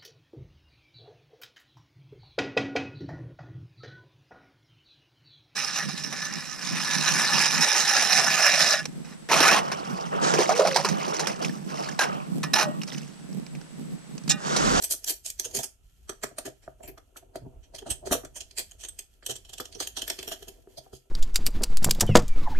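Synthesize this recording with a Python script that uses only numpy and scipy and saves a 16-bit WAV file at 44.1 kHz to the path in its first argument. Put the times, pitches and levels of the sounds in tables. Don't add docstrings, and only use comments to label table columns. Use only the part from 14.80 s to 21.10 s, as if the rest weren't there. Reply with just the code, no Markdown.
import sys
import numpy as np
from scipy import signal
from scipy.fft import rfft, irfft
from scipy.io import wavfile
from scipy.ndimage import uniform_filter1d

SR = 44100
rng = np.random.default_rng(int(sys.argv[2]) if len(sys.argv) > 2 else 0)


def to_wav(sig):
    pcm = np.clip(np.atleast_2d(sig), -1, 1) * 32767
    pcm = np.round(pcm).astype(np.int16)
    wavfile.write(sys.argv[1], SR, pcm.T)


N = 277830

# (time [s], strength [dB], swell time [ms], favoured ring [Hz])
SCRAPE_EVENTS = [(0.022, -21, 3.7, 7350), (0.035, -20, 6.8, 8170), (0.1034, -17, 11.6, 7240),
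                 (0.242, -29.5, 1, 5510), (0.2668, -22.5, 18, 7350), (0.2936, -17, 6.2, 10850),
                 (0.45, -25.5, 13.5, 7950), (0.5, -31.5, 2.1, 7270), (0.595, -20, 2.6, 6050),
                 (0.6427, -29, 8.7, 6400), (0.71, -40.5, 2.7, 6550), (0.7414, -22, 16.4, 6670),
                 (0.786, -21.5, 6, 6354), (0.831, -21, 5.9, 6260), (1.292, -27.5, 2.9, 8100),
                 (1.434, -20.5, 2.8, 6270), (1.5821, -28, 4, 8710), (1.428, -35.5, 3.1, 6400),
                 (1.652, -31.5, 10, 6310), (1.822, -55.5, 16.6, 4800), (2.0275, -48, 12, 7500),
                 (2.073, -43, 9.7, 12680), (2.176, -50, 3, 5510), (2.365, -39, 5.2, 10080),
                 (2.556, -41, 3.9, 4686), (2.827, -57, 12.5, 5810), (2.945, -34, 6.8, 4850),
                 (2.982, -34, 4.2, 3330), (3.018, -56, 4.4, 3170), (3.062, -39, 9.4, 8450),
                 (3.101, -22, 7.5, 8110), (3.258, -35, 12.7, 5760), (3.316, -14, 11.3, 6230),
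                 (3.446, -38, 4.8, 5740), (3.5563, -29, 8.4, 9300), (3.6038, -30.5, 6.1, 6240),
                 (3.709, -43.5, 2.4, 4530), (3.773, -20.5, 12.4, 4653), (3.916, -42.5, 1.7, 6540),
                 (3.991, -38.5, 20, 6960), (4.0327, -30, 9.2, 6240), (4.084, -33.5, 3.7, 8200),
                 (4.1888, -30, 2.6, 8160), (4.4278, -52.5, 4.5, 3020), (4.462, -22.5, 2.5, 8020),
                 (4.492, -25, 10.3, 6090), (4.554, -33, 4.7, 7650), (4.648, -45.5, 4.1, 5280),
                 (4.6928, -34, 2.8, 7300), (4.7321, -30.5, 3.2, 7670), (4.78, -30.5, 4, 7050),
                 (4.8, -25.5, 3.2, 3380), (4.8522, -34, 3.1, 5280), (4.9193, -42.5, 9.2, 4435),
                 (4.9462, -40, 6.5, 5840), (5.0002, -22.5, 5.8, 6435), (5.018, -28, 9.7, 4680),
                 (5.0712, -29, 1.4, 6600), (5.164, -28, 11.3, 2945), (5.216, -27.5, 5.5, 6700),
                 (5.269, -34.5, 21.5, 13070), (5.297, -25, 4, 5625), (5.3862, -33, 5.3, 4800),
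                 (5.4274, -30, 2, 2990), (5.472, -31, 8.1, 13070), (5.511, -30.5, 10.3, 5605),
                 (5.6243, -41, 3.3, 5800), (5.68, -36.5, 4, 6660), (5.9712, -43, 6.9, 4550),
                 (6.128, -44.5, 15.6, 9160)]
# (time [s], strength [dB], favoured ring [Hz])
TAP_EVENTS = [(0.0226, -22.5, 7160), (0.109, -12.5, 6540), (0.2453, -18.5, 6000), (0.5024, -15.5, 6770),
              (0.598, -14, 6550), (0.7892, -17.5, 6270), (1.294, -21.5, 7530), (1.5856, -18.5, 9500),
              (1.6558, -22.5, 6700), (2.557, -29, 3110), (3.4492, -22.5, 5860), (3.912, -28, 6550),
              (4.1912, -15.5, 7900), (4.4661, -21, 3140), (4.4897, -24, 6100), (4.564, -21, 8100),
              (4.804, -22, 3400), (5.0747, -15.5, 6600), (5.22, -17, 6800), (5.2788, -15, 12600),
              (5.3006, -16, 5470), (5.429, -28.5, 3240)]
# (time [s], strength [dB], hardness [dB], favoured ring [Hz])
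KNOCK_EVENTS = [(.108, -40.5, -6.5, 660), (0.136, -41.5, -3, 650), (.3, -32, -12.5, 370),
                (0.467, -62, -42, 402), (0.652, -36, -20.5, 480), (.733, -33, -27, 493),
                (.746, -26, -22, 432), (0.767, -33, -36.5, 265), (0.779, -50.5, -24, 99.8),
                (0.79, -29.5, -14.5, 690), (0.838, -36.5, -5, 890), (1.2947, -26.5, -4, 404),
                (1.4369, -26, -2, 427), (1.512, -39, -17.5, 650), (1.584, -30.5, -4, 618),
                (1.654, -27, -14.5, 393), (1.677, -30, -9.5, 650), (1.878, -33.5, -9, 670),
                (2.002, -39.5, -18.5, 660), (2.035, -33.5, -18, 649), (2.07, -36, -35.5, 341),
                (2.176, -38, -13, 1290), (2.36, -45, -5, 1330), (2.425, -44, -17.5, 650),
                (2.556, -27, -9.5, 660), (2.65, -36, -32, 270), (2.663, -51, -25.5, 128),
                (2.599, -43.5, -52, 252), (2.938, -39.5, -16, 650), (3.018, -35.5, -16.5, 372),
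                (3.061, -25, -16, 718), (3.081, -30, -18.5, 286), (3.105, -41.5, -26, 52),
                (3.226, -38.5, -31, 670), (3.253, -32.5, -29.5, 392), (3.272, -30, -11.5, 650),
                (3.311, -14, -11.5, 280), (3.322, -20, -5, 650), (3.332, -24.5, -4.5, 1280),
                (3.35, -24, -7.5, 497), (3.435, -31.5, -18, 293), (3.45, -48.5, 1, 1660),
                (4.426, -48, 0, 1584), (4.489, -28, -21, 465), (4.51, -45, -23, 111),
                (4.731, -45, -10, 770), (4.8, -29.5, -2, 805), (4.952, -36.5, -20.5, 372),
                (5.004, -27.5, -5.5, 856), (5.172, -36.5, -2.5, 780), (5.297, -37.5, -8.5, 650),
                (5.389, -34, -11, 402), (5.477, -31.5, -14, 415), (5.516, -33.5, -2.5, 654),
                (5.624, -37.5, -14, 390), (5.675, -35, -18.5, 393), (5.873, -51, -9, 390),
                (5.973, -38, -22.5, 649), (6.06, -43, -15.5, 793), (6.127, -37, -20, 393)]
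# (time [s], rumble [dB], skin rub [dB], rustle [dB])
HAND_LEVELS = [(0.0, -57.5, -59.5, -56.5), (0.5, -58, -85.5, -80), (0.7, -54.5, -55.5, -60.5),
               (0.9, -63, -84, -81.5), (1.3, -58, -80.5, -78.5), (1.55, -57.5, -65, -82),
               (1.8, -59.5, -74.5, -79), (2.4, -58, -68.5, -88.5), (3.1, -51.5, -62, -81.5),
               (3.8, -57, -73.5, -71.5), (4.35, -59, -72, -79), (5.1, -57, -64.5, -72.5),
               (5.4, -54, -55, -58.5), (5.75, -58, -72.5, -76), (6.0, -61.5, -60.5, -70.5),
               (6.3, -68.5, -77, -86.5)]
# (pitch [Hz], width [Hz], level [dB])
TERMINAL_MODES = [(1740, 380, -7), (2520, 310, -7), (3137, 170, -3.5), (3441, 61, -8), (3780, 800, -6.5),
                  (4577, 580, -3), (5440, 420, -6.5), (5955, 220, -7), (6553, 490, -5.5), (7475, 480, -4.5),
                  (8200, 350, -6.5), (8850, 400, -6.5), (9500, 690, -8), (10440, 450, -7),
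                  (11280, 530, -4.5), (12500, 1300, -7), (12800, 87, -7.5), (13150, 690, -11)]
# (time [s], face plate [dB], rocker [dB], switch block [dB], blade tip [dB])
PART_SHARES = [(0, -10.5, -9.5, -4, -3.5), (0.801, -3.5, -4, -0.5, -7), (1.5, -1.5, -3.5, -1, -9.5),
               (2.099, 3, -3, -3.5, 11.5), (2.902, -2, 0.5, 0, -7), (3.899, -4.5, -4.5, -5.5, -11.5),
               (4.7, -6.5, 1, -0.5, -7.5), (5.401, 4.5, 4.5, 3.5, -7.5), (5.7, -5.5, 3, 1, 9.5),
               (6.3, -17, -3, -7, 6)]
# (pitch [Hz], width [Hz], level [dB])
BOARD_MODES = [(53.3, 26, 8), (132, 14, 10.5), (261, 44.5, -6.5), (305.3, 39, -6), (388, 32, -2.5),
               (494.6, 31, -6), (649.3, 63, -3), (776, 40, -9.5), (900, 120, -12), (1220, 250, 5.5),
               (1760, 400, 2)]
BOX_MODES = [mode for mode in BOARD_MODES if 200 < mode[0] < 1000]
# (frequency [Hz], relative level [dB])
AIR_COLOUR = [(88, -39.5), (150, 0), (1040, -24), (1350, 4), (1770, -17.5), (2800, 0.5), (5250, -20),
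              (6100, -7), (9300, -8), (13000, -12), (14500, -26)]
# (frequency [Hz], left minus right [dB], lead of the left [radians], share heard alike [0-1])
PORT_RESPONSE = [(330, 0, 0.13, 0.7), (630, -0.5, 0.7, 0.15), (1500, -1, -1.5, 0.3),
                 (3200, -2.5, -0.5, 0.2), (4450, -2, -3, 0.03), (5880, -8, 0.2, 0.5),
                 (9770, -1.5, -0.18, 0.7), (13200, 12, 1, 0.6)]

SCRAPE_CREST_DB = 13.5
TICK_DB, TICK_DB_PER_MS = -2, -1.8
SLIDE_ROUNDNESS = 1.153
LEAK_DB, LEAK_TILT = -3.5, 0.69
USUAL_TOUCH_DB = -29
PLASTIC_PER_DB, TIP_PER_DB = -0.1418, 0.5
TAP_DB, TAP_SCATTERED_DB = -1, -8.5
FREE_RING = 0.36

KNOCK_CREST_DB = 16.5
THUD_DB, THUD_PER_DB = -25.5, -0.43
LEAN_DB = 14.5
PUSH_MS, PUSH_MS_PER_DB = 4.6, 0.5
BLOW_DB, BLOW_PER_DB = 30.5, 0.54
KNOCK_TAIL_DB, KNOCK_TAIL_T60_S = -7, 0.16
BOX_TOP_HZ = 940

RUMBLE_WANDER_DB, RUB_WANDER_DB = 3, 4
AIR_DB = -77
ROOM_T60_S, ROOM_DB = 0.22, -11
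MIC_HZ, TOP_HZ = 14200, 15700


def scrapes():
    s, strength_db, swell_ms, ring_hz = np.transpose(SCRAPE_EVENTS)
    drive_db = touch_db(s, strength_db, ring_hz) - SCRAPE_CREST_DB
    tick_db = TICK_DB + TICK_DB_PER_MS * swell_ms
    force = bursts(s, drive_db, swell_ms, tick_db, tick_ms=3.5, lead_ms=6.54, tail_db=-9.5, tail_t60=0.17)
    leak = undb(LEAK_DB) * (np.array(BOX_MODES)[:, :1] / BOX_TOP_HZ) ** LEAK_TILT
    box = ring(leak * force[0], BOX_MODES, grit(grain_db=2.5, chatter_db=0.5))
    terminal = ring(force, TERMINAL_MODES, grit(grain_db=2, chatter_db=2.5))
    return terminal + box


def taps():
    s, strength_db, ring_hz = np.transpose(TAP_EVENTS)
    force = np.zeros((len(TERMINAL_MODES), N))
    force[:, (s * SR).astype(int)] = undb(touch_db(s, strength_db, ring_hz) + TAP_DB).T
    free_modes = np.array(TERMINAL_MODES) * [1, FREE_RING, 1]
    shared_and_scattered = undb([[0], [TAP_SCATTERED_DB]])
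    return ring(force, free_modes, shared_and_scattered)


def knocks():
    s, strength_db, hard_db, ring_hz = np.transpose(KNOCK_EVENTS)
    on_bench = ring_hz < BOX_MODES[0][0] / 1.5
    thud_db = THUD_DB + THUD_PER_DB * hard_db + LEAN_DB * on_bench
    push_ms = PUSH_MS + PUSH_MS_PER_DB * hard_db
    parts_db = by_part(BOARD_MODES, (200, 1000), thud_db, 0 * s, hard_db)
    drive_db = strength_db[:, None] - KNOCK_CREST_DB + parts_db
    drive_db += favour(BOARD_MODES, ring_hz, boost_db=10.5, spread=0.14, scatter_db=2.24)
    force = bursts(s, drive_db, push_ms, 3 + 0 * s, tick_ms=0.079, lead_ms=7.4,
                   tail_db=KNOCK_TAIL_DB, tail_t60=KNOCK_TAIL_T60_S)
    source = grit(grain_db=1.0, chatter_db=4.0)
    source[0, (s * SR).astype(int) + 3] += undb(BLOW_DB + BLOW_PER_DB * hard_db)
    low = np.array(BOARD_MODES)[:, :1] < 1000
    bench_and_box = hollow(ring(force * low, BOARD_MODES, source))
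    plate = ring(force * ~low, BOARD_MODES, source)
    contact = np.hanning(15)[None]
    return signal.fftconvolve(bench_and_box + plate, contact / contact.sum(), "same", axes=1)


def hands():
    s, *columns = np.transpose(HAND_LEVELS)
    rumble_db, rub_db, rustle_db = (np.interp(np.arange(N) / SR, s, c) for c in columns)
    rumble_modes = [(30.3, 22, -2.5), (49.9, 28.3, 1.0), (94.0, 56, -6.0)]  # (Hz, width Hz, dB)
    rumble_force = undb(rumble_db + RUMBLE_WANDER_DB * walk(15))
    rumble = ring(rumble_force, rumble_modes, rng.standard_normal((2, N)))
    rub_force = undb(rub_db + RUB_WANDER_DB * walk(21))
    rub = hollow(ring(rub_force, BOX_MODES, grit(grain_db=2.5, chatter_db=6.0)))
    rustle_force = undb(rustle_db + RUB_WANDER_DB * walk(26))
    rustle = ring(rustle_force, TERMINAL_MODES, grit(grain_db=2.0, chatter_db=2.0))
    return rumble + rub + rustle


def air():
    hz, db = np.transpose(AIR_COLOUR)
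    colour = undb(over_frequency(hz, db))
    return level(irfft(colour * rfft(rng.standard_normal((2, N))), N), AIR_DB)


def room(x):
    t = np.arange(SR // 2) / SR
    tail = rng.standard_normal((2, len(t))) * 1000. ** (-t / ROOM_T60_S) * (t > .003)
    tail *= undb(ROOM_DB) / np.sqrt(np.sum(tail ** 2, axis=1, keepdims=True))
    return x + signal.fftconvolve(x, tail, axes=1)[:, :N]


def ports(pair):
    hz, *columns = np.transpose(PORT_RESPONSE)
    db, lead, alike = (over_frequency(hz, c) for c in columns)
    alike = np.clip(alike, 0, 1)
    shared, scattered = rfft(pair)
    sign = np.array([[1], [-1]])
    mix = np.sqrt((1 + alike) / 2) * shared + sign * np.sqrt((1 - alike) / 2) * scattered
    return irfft(mix * undb(sign * db / 2) * np.exp(.5j * sign * lead), N)


def touch_db(s, strength_db, ring_hz):
    at, *parts = np.transpose(PART_SHARES)
    plate_db, rocker_db, block_db, tip_db = (np.interp(s, at, c) for c in parts)
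    firm_db = strength_db - USUAL_TOUCH_DB
    plastic_db = PLASTIC_PER_DB * firm_db
    parts_db = by_part(TERMINAL_MODES, (2800, 3600, 5900, 10000), plate_db + plastic_db, rocker_db + plastic_db,
                       block_db + plastic_db, 0 * s, tip_db + TIP_PER_DB * firm_db)
    favour_db = favour(TERMINAL_MODES, ring_hz, boost_db=11.5, spread=0.029, scatter_db=3.0)
    return strength_db[:, None] + parts_db + favour_db


def by_part(modes, edges_hz, *part_db):
    part = np.searchsorted(edges_hz, np.array(modes)[:, 0])
    return np.transpose(part_db)[:, part]


def favour(modes, hz, boost_db, spread, scatter_db):
    distance = np.log(np.array(modes)[:, 0] / hz[:, None]) / spread
    near = np.exp(-distance ** 2)
    return boost_db * near + scatter_db * rng.standard_normal(near.shape)


def bursts(times, gains_db, swell_ms, tick_db, tick_ms, lead_ms, tail_db, tail_t60):
    power = np.zeros((gains_db.shape[1], N))
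    t = np.arange(-SR // 25, SR // 5) / SR
    after = np.clip(t, 0, None)
    tick = np.exp(-1000 * after / tick_ms) * (t >= 0)
    approach = np.exp(1000 * t / lead_ms)
    tail = 1000. ** (-t / tail_t60)
    faint = undb(tail_db) * np.where(t < 0, approach, tail)
    for s, gain, swell, sharp in zip(times, undb(gains_db), np.abs(swell_ms) / 1000, undb(tick_db)):
        slide = (after / swell * np.exp(1 - after / swell)) ** SLIDE_ROUNDNESS
        at = int(s * SR) + np.round(t * SR).astype(int)
        ok = (at >= 0) & (at < N)
        shape = slide + faint + sharp * tick
        power[:, at[ok]] += np.outer(gain, shape[ok]) ** 2
    return np.sqrt(power)


def grit(grain_db, chatter_db):
    size = undb(grain_db * rng.exponential(size=N) + chatter_db * walk(400))
    return level(size * rng.standard_normal((2, N)))


def walk(rate):
    k = int(SR / rate)
    held = np.repeat(rng.standard_normal(N // k + 1), k)
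    return uniform_filter1d(uniform_filter1d(held, k), k)[:N]


def ring(force, modes, source):
    force = np.broadcast_to(force, (len(modes), N))
    out = 0
    for k, (f, (hz, width, db)) in enumerate(zip(force, modes)):
        b, a = signal.iirpeak(hz, hz / width, fs=SR)
        gain = (-1) ** k * undb(db) * np.sqrt(SR / (np.pi * width))
        out = out + gain * signal.lfilter(b, a, f * source)
    return out


def hollow(x):
    return signal.sosfilt(signal.butter(4, BOX_TOP_HZ, fs=SR, output="sos"), x)


def over_frequency(hz, values):
    return np.interp(np.log(np.fft.rfftfreq(N, 1 / SR) + 1), np.log(hz), values)


def undb(db):
    return 10 ** (np.asarray(db) / 20)


def level(x, db=0):
    return x * undb(db) / np.sqrt(np.mean(x ** 2))


def scene():
    touches = ports(scrapes() + taps() + knocks())
    background = ports(hands() + air())
    return room(touches) + background


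def record(dry):
    x = signal.sosfilt(signal.cheby1(11, .5, MIC_HZ, fs=SR, output="sos"), dry)
    return signal.sosfilt(signal.ellip(8, .2, 60, TOP_HZ, fs=SR, output="sos"), x)


dry = scene()
out = record(dry)
to_wav(out)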